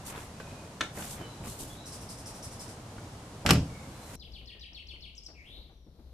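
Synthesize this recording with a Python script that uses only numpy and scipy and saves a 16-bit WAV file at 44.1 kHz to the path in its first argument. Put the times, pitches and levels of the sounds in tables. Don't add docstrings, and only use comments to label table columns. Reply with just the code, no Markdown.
import sys
import numpy as np
from scipy import signal
from scipy.fft import rfft, irfft
from scipy.io import wavfile
from scipy.ndimage import map_coordinates

SR = 44100
rng = np.random.default_rng(int(sys.argv[2]) if len(sys.argv) > 2 else 0)


def unload_audio(sound):
    columns = np.transpose(np.atleast_2d(sound))
    steps = np.round(np.clip(columns, -1, 1) * 32767)
    wavfile.write(sys.argv[1], SR, steps.astype(np.int16))


N = 270333
TIME = np.arange(N) / SR
CHANGE_S = 4.158


# (time [s], level [dB], tilt [dB/octave], t60 [s])
LATCH_HITS = [(3.4625, -16.5, 0.5, .035), (3.474, -28, -1, 0.087), (3.4905, -17.5, -1.5, .055),
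              (3.4985, -21, -1, .03), (3.5068, -6.5, 0.5, .012), (3.5085, -11.5, 1.5, 0.031),
              (3.5235, -27.5, -6.5, .06), (3.533, -30.5, 8.5, .04), (3.555, -30.5, -2, .04)]
# (frequency [Hz], level [dB])
LATCH_COLOUR = [(150, -11), (450, -7), (800, -8.5), (1050, -5.5), (1350, 1), (2100, -3), (2850, 1),
                (3900, -8.5), (5300, -6), (6500, -13), (8000, -10.5), (10000, -21.5), (11500, -15),
                (15000, -40)]
# (frequency [Hz], level [dB], t60 [s])
LATCH_MODES = [(585, -4, .3), (657, -5, .25), (791, -5, .2), (912, -7, .2), (1300, -2, .17),
               (1338, -2, .17), (1414, 0, .17), (1788, -4, .16), (1880, -4, .2), (2702, -1, .18),
               (2930, 1, .13), (4791, -4, .13), (5356, -1, .1), (7294, -10, .15), (8193, -10, .15)]
def latch(ring_db=-33.5):
    steel = blows(LATCH_HITS, LATCH_COLOUR, rise_s=.00022, width=.59)
    steel += amp(ring_db) * struck(LATCH_HITS, LATCH_MODES)
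    return steel + amp(-8.7) * echoes(steel, YARD_T60, delay_s=.0042)


# (time [s], level [dB], length [s])
SEAL_PUSHES = [(3.4502, -32.5, .002), (3.4968, -11.5, 0.0021), (3.5146, -22.5, .002)]
# (frequency [Hz], level [dB], t60 [s])
PANEL_MODES = [(49, -12, .11), (75.5, -8, .58), (123, -9, .42), (157.5, -2, .27), (195.4, -3, .3),
               (225, -12, .23), (276, -13, .42), (345, -19, .22), (481, -20, .22)]
# (time [s], level [dB], tilt [dB/octave], t60 [s])
SHAKES = [(3.451, -23.5, 4.5, 0.075), (3.463, -25, -1.5, 0.36), (3.497, -21, 0, 0.29),
          (3.56, -23, -5.5, 0.32)]
# (frequency [Hz], level [dB])
SHAKE_COLOUR = [(25, -6.5), (70, 0.5), (160, -0.5), (300, -1), (450, -7), (650, -8), (1200, -22),
                (4000, -63.5)]
def door_boom(swell_s=.0057):
    out, t = np.zeros((2, N)), TIME[:SR]
    panels = ring(PANEL_MODES, t) * (1 - np.exp(-t / swell_s))
    for s, db, length in SEAL_PUSHES:
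        push = np.sin(np.pi * np.minimum(t[:SR // 20] / length, 1))
        add(out, s, amp(db) * signal.fftconvolve(panels, push / push.sum()))
    return out + blows(SHAKES, SHAKE_COLOUR, rise_s=.002, width=.9)


# (time [s], level [dB], tilt [dB/octave], t60 [s])
CLICKS = [(.1612, -39.5, 6, .015), (.2042, -40.5, 5, .02), (.4015, -31, -6, .018), (.8078, -22, 0, 0.024),
          (.810, -19.5, 0.5, 0.036), (.837, -47, 11, 0.039), (.992, -36, -6, 0.034),
          (1.022, -35.5, -1.5, 0.032), (2.98, -38, -7.5, 0.051)]
# (frequency [Hz], level [dB])
CLICK_COLOUR = [(150, -15.5), (350, -5.5), (900, -13.5), (1250, -3), (1500, 4.5), (1850, -5), (2700, -8),
                (3600, -4), (4800, -17), (6500, -15), (9000, -24.5), (14000, -43)]
# (frequency [Hz], level [dB], t60 [s])
STAY_MODES = [(1520, 3, 0.085), (1540, -31.5, 0.087), (1920, -9, 0.19), (2500, -9, 0.12), (3700, -29, 0.1),
              (5717, -26, .15)]
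def door_stay(ring_db=-19.5):
    steel = blows(CLICKS, CLICK_COLOUR, rise_s=.00032, width=.44)
    steel += amp(ring_db) * struck(CLICKS, STAY_MODES)
    return steel + amp(-6.3) * echoes(steel, YARD_T60, delay_s=.006)


# (time [s], level [dB], tilt [dB/octave], t60 [s])
BUMPS = [(.398, -37, 6, .07), (.809, -33, 3.5, 0.13), (.97, -37.5, -1, 0.36), (1.2, -33, -2.5, 0.13),
         (1.4, -38.5, -5, 0.32), (1.455, -38, -6, 0.28), (1.6, -38, -3.5, 0.32), (3.865, -41, -20, 0.24),
         (5.283, -49, 3.5, 0.16), (5.69, -57, 2.5, 0.2), (5.865, -46, -4.5, 0.12),
         (5.987, -50.5, -0.5, 0.15)]
# (frequency [Hz], level [dB])
BUMP_COLOUR = [(40, -2.5), (130, 0.5), (300, 1.5), (700, -7), (1400, -19), (4000, -34), (12000, -63)]
def seat(fidgets=6, gap_s=.22, fidget_db=-56, tilt_db=1.5, t60_s=.24):
    steps = np.arange(1, fidgets + 1) + rng.uniform(-.5, .5, fidgets)
    faint = [(CHANGE_S + step * gap_s, fidget_db, tilt_db, t60_s) for step in steps]
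    return blows(BUMPS + faint, BUMP_COLOUR, rise_s=.0045, width=.81)


# (start [s], length [s], level [dB])
SLIDES = [(.046, .095, -42.5), (.14, 0.17, -53.5), (.92, 0.32, -44), (1.09, 0.095, -44),
          (1.425, 0.2, -45.5), (1.575, .1, -42), (1.625, .19, -52)]
# (frequency [Hz], level [dB])
CLOTH_COLOUR = [(1500, -27.5), (3000, -3), (5000, -2.5), (7800, 3.5), (10500, 0.5), (13000, -2.5),
                (15000, -15)]
# (start [s], length [s], level [dB])
SCUFFS = [(.03, 0.3, -45), (.935, .2, -43), (1.1, 0.24, -48.5), (1.43, 0.083, -45)]
# (frequency [Hz], level [dB])
GRAVEL_COLOUR = [(200, 5), (500, 1), (1200, 1.5), (2500, -3), (5000, -21.5)]
def rustle(cloth_grain_db=1.5, gravel_grain_db=3.5, grow_db_per_s=52):
    growing = amp(grow_db_per_s * np.minimum(TIME - CHANGE_S, 0))
    sliding = strokes(SLIDES, peak_share=.3) + amp(-51.5) * growing
    scuffing = strokes(SCUFFS, peak_share=.31) + amp(-51) * growing
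    cloth = unit(noise(CLOTH_COLOUR, N) * amp(cloth_grain_db * wobble(300, N)))
    gravel = unit(noise(GRAVEL_COLOUR, N) * amp(gravel_grain_db * wobble(400, N)))
    return sliding * cloth + scuffing * gravel


# (time [s], level [dB])
CHIPS = [(5.15, -47), (5.233, -45)]
# (time in the note [s], pitch [Hz], level [dB])
CHIP_PATH = [(0, 4430, -5), (.006, 7200, -12), (.018, 7500, -14), (.021, 5700, -5), (.027, 6350, -16),
             (.031, 5100, 7), (.038, 5610, 0), (.042, 4000, 1)]
# (time in the note [s], pitch [Hz], level [dB])
FLOURISH_PATH = [(0, 2650, -13), (.05, 2240, -3), (.1, 2280, -9), (.13, 3100, -3), (.19, 3680, -1),
                 (.245, 3900, -2.5), (.28, 4100, -12), (.33, 3970, -24.5)]
def finch(flourish_s=5.342, flourish_db=-50.5):
    song, chips = trill(), np.zeros((2, N))
    add(song, flourish_s, amp(flourish_db) * note(FLOURISH_PATH, buzz=.08, buzz_hz=1102, third_db=-22))
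    for s, db in CHIPS:
        add(chips, s, amp(db) * note(CHIP_PATH, buzz=.045, buzz_hz=909, second_db=-24))
    scattered = song + amp(-3) * chips
    woods = amp(-4.7) * echoes(scattered, WOODS_T60, delay_s=.012)
    hedge = amp(-5) * echoes(scattered, YARD_T60, delay_s=.002)
    direct = place(song + chips, left_db=5.5, lead_s=.000334)
    return direct + place(woods + hedge, left_db=3, lead_s=.0003)


# (time in the note [s], base pitch [Hz], level [dB])
FLICK_PATH = [(0, 4500, -14), (.003, 5150, -2), (.006, 5500, -5), (.009, 7000, -20), (.014, 8200, -28)]
# (time in the note [s], base pitch [Hz], level [dB])
SLUR_PATH = [(0, 4210, -6.5), (.008, 4595, 1.5), (.016, 3850, -2.5), (.036, 3002, 1), (.045, 2243, -10),
             (.056, 3200, 0), (.071, 3000, -7), (.086, 1920, -12.5)]
def trill(count=7, start_s=4.195, gap_s=.1374, loudest_s=4.78, peak_db=-45.5, swell_db_per_s=7):
    out = np.zeros((2, N))
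    for k in range(count):
        s = start_s + k * gap_s
        db = peak_db - swell_db_per_s * abs(s - loudest_s)
        pitch = 1.01 - .0353 * (s - start_s)
        lead_s = .014
        if k == 0:
            pitch += .05
            lead_s += .021
        add(out, s - lead_s, amp(db - 2) * note(FLICK_PATH, pitch, buzz=.032))
        add(out, s, amp(db) * note(SLUR_PATH, pitch, buzz=.0505, buzz_hz=1000, third_db=-28))
    return out


# (frequency [Hz], level [dB])
RASP_COLOUR = [(3500, -15), (4800, -7.5), (5300, -4), (6000, -7), (7000, -6.5), (8600, -2.5), (9600, -6.5),
               (10700, -7), (12000, -14), (15000, -28)]
# (time in the note [s], base pitch [Hz], level [dB])
SQUEAK_PATH = [(0, 5040, -2), (.004, 5680, 2), (.012, 5200, -16), (.04, 5300, -6)]
def twitter(count=10, start_s=1.92, gap_s=.0841, strong_db=-44, weak_db=-49.5,
            attack_s=.0076, fade_s=.044):
    rasp, squeaks, t = np.zeros((2, N)), np.zeros((2, N)), TIME[:2 ** 13]
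    swell = (1 - np.exp(-t / attack_s)) * np.exp(-(t / fade_s) ** 2 / 2)
    opening = (1.856, -45.5)  # (time [s], level [dB])
    run = [(start_s + k * gap_s, weak_db if k % 2 else strong_db) for k in range(count)]
    for s, db in [opening] + run:
        pitch = 1 + .0305 * rng.uniform(-1, 1)
        add(rasp, s, amp(db) * swell * noise(RASP_COLOUR, len(t), pitch=pitch))
        add(squeaks, s, amp(db - 1.5) * note(SQUEAK_PATH, pitch, buzz=.06, buzz_hz=900))
    return rasp + squeaks + amp(-.5) * echoes(squeaks, YARD_T60, delay_s=.005)


# (time [s], length [s], start pitch [Hz], end pitch [Hz], level [dB])
WHISTLES = [(.33, .32, 2560, 2450, -61), (1.2, .06, 3080, 3020, -54), (1.245, .1, 3980, 4020, -56.5),
            (1.46, .08, 4200, 4230, -56), (1.695, .03, 3400, 3480, -52), (1.74, .12, 3750, 4050, -55),
            (3.69, .14, 2260, 2120, -56), (3.92, .2, 4080, 4020, -64), (4.47, .15, 1920, 1830, -66),
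            (5.7, .24, 5950, 5350, -77.5)]
def far_birds(waver_hz=55):
    song = np.zeros((2, N))
    for s, length, start_hz, end_hz, db in WHISTLES:
        arch = [(0, start_hz, -3), (length / 2, (start_hz + end_hz) / 2, 1), (length, end_hz, -4)]
        add(song, s, amp(db) * note(arch, buzz=waver_hz / start_hz, buzz_hz=350))
    woods = amp(-4.5) * echoes(song, WOODS_T60, delay_s=.01)
    yard = amp(-3) * echoes(song, YARD_T60, delay_s=.003)
    return amp(-4) * song + woods + yard


# (frequency [Hz], level [dB])
YARD_AIR = [(15, -54), (25, -12), (115, -1), (167, -6), (293, -10), (363, -14), (529, -13), (927, -15),
            (1810, -24.5), (2500, -26), (3090, -26.5), (7090, -28.5), (9770, -32), (12800, -39.5),
            (15000, -72)]
# (frequency [Hz], level [dB])
WINDSCREEN_AIR = [(22, -11), (45, -3), (64, 5), (95, -14), (170, -15), (300, -22), (650, -27),
                  (1500, -41.5), (2600, -46), (4000, -36), (8000, -53.5), (12800, -46), (14000, -57)]
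def air(colour, db, swell_db):
    return amp(db + swell_db * wobble(6, N)) * noise(colour, N)


# (frequency [Hz], t60 [s])
YARD_T60 = [(100, 0.54), (500, 0.2), (2000, 0.24), (6000, 0.3), (12000, 0.18)]
# (frequency [Hz], t60 [s])
WOODS_T60 = [(200, .5), (1500, 0.88), (4000, 0.66), (9000, 0.29)]
def echoes(x, t60s, delay_s):
    taps = rng.choice([-1., 1.], (2, SR)) * (rng.random((2, SR)) < .1)
    hz, t, bands = signal.stft(taps, SR, nperseg=256)
    hz = hz[:, None]
    bands = stereo(*bands, hz) * amp(-60 * t / read(t60s, hz))
    tail = signal.istft(bands, SR, nperseg=256)[1][:, :SR] * (TIME[:SR] > delay_s)
    tail /= np.linalg.norm(tail[0])
    return signal.fftconvolve(x.mean(0)[None], tail, axes=1)[:, :N]


# (frequency [Hz], correlation [0..1])
MIC_LIKENESS = [(30, 1), (200, 1), (600, 0.95), (1500, 0.24), (3000, 0.18), (6000, 0.084), (12000, 0.054)]
def stereo(mid, side, hz):
    likeness = read(MIC_LIKENESS, hz)
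    mid, side = mid * np.sqrt(1 + likeness), side * np.sqrt(1 - likeness)
    return np.array([mid + side, mid - side])


def place(x, left_db, lead_s):
    turn = np.exp(1j * np.pi * np.fft.rfftfreq(N, 1 / SR) * lead_s) * amp(left_db / 2)
    return irfft(rfft(x) * np.array([turn, 1 / turn]), N)


def noise(colour, size, tilt=0, pitch=1):
    hz = np.fft.rfftfreq(size, 1 / SR)
    mid, side = rfft(rng.standard_normal((2, size)))
    octaves = np.log2(np.maximum(hz, 100) / 1000)
    gain = amp(read(colour, hz / pitch) + tilt * octaves) * (hz > 15)
    return unit(irfft(stereo(mid, side, hz) * gain, size))


def blows(rows, colour, rise_s, width):
    out, t = np.zeros((2, N)), TIME[:2 ** 14]
    for s, db, tilt, t60 in rows:
        burst = noise(colour, len(t), tilt)
        middle = burst.mean(0)
        burst = unit(middle + width * (burst - middle))
        add(out, s, burst * amp(db - 60 * t / t60) * (1 - np.exp(-t / rise_s)))
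    return out


def struck(rows, modes):
    out, sound = np.zeros((2, N)), ring(modes, TIME[:SR // 2])
    for s, db, *_ in rows:
        add(out, s, amp(db) * sound)
    return out


def ring(modes, t):
    return sum(amp(db - 60 * t / t60) * np.sin(2 * np.pi * hz * t) for hz, db, t60 in modes)


def strokes(rows, peak_share, roundness=1.4):
    power = np.zeros(N)
    for s, length, db in rows:
        ramp = np.interp(TIME, [s, s + peak_share * length, s + length], [0, 1, 0])
        power += (amp(db) * np.sin(np.pi / 2 * ramp) ** roundness) ** 2
    return np.sqrt(power)


def note(shape, pitch=1, buzz=.01, buzz_hz=600, second_db=-36, third_db=-31):
    s, hz, db = np.transpose(shape)
    t = np.arange(0, s[-1], 1 / SR)
    path = pitch * np.interp(t, s, hz) * (1 + buzz * wobble(buzz_hz, len(t)))
    phase = 2 * np.pi * np.cumsum(path) / SR
    tone = np.sin(phase) + amp(second_db) * np.sin(2 * phase)
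    tone += amp(third_db) * np.sin(3 * phase) * (3 * path < SR / 2)
    return amp(np.interp(t, s, db)) * tone * signal.windows.tukey(len(t), .04)


def wobble(rate_hz, size):
    knots = rng.standard_normal(int(N / SR * 1000))
    return unit(map_coordinates(knots, [np.arange(size) * rate_hz / SR], order=1, mode="wrap"))


def amp(db):
    return 10 ** (np.asarray(db) / 20)


def unit(x):
    return x / np.sqrt(np.mean(x ** 2) + 1e-20)


def read(points, hz):
    f, value = np.transpose(points)
    return np.interp(np.log(hz + 1), np.log(f), value)


def add(mix, s, sound):
    part = mix[:, max(round(s * SR), 0):][:, :sound.shape[-1]]
    part += sound[..., :part.shape[1]]


def scene(crossfade_s=.0067):
    in_yard = np.clip((CHANGE_S - TIME) / crossfade_s + .5, 0, 1)
    bumps = seat()
    yard = air(YARD_AIR, db=-45.5, swell_db=.47) + bumps + rustle() + door_stay() + latch() + door_boom()
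    yard += place(twitter(), left_db=.5, lead_s=-.000207)
    calm = air(WINDSCREEN_AIR, db=-52.5, swell_db=2.1) + bumps
    windscreen = place(calm, left_db=4.5, lead_s=.0001) + finch()
    return in_yard * yard + (1 - in_yard) * windscreen + far_birds()


def record(dry):
    lowpass = signal.firwin(511, 15000, window=("kaiser", 9), fs=SR)
    return signal.oaconvolve(dry, lowpass[None], "same")


dry = scene()
out = record(dry)
unload_audio(out)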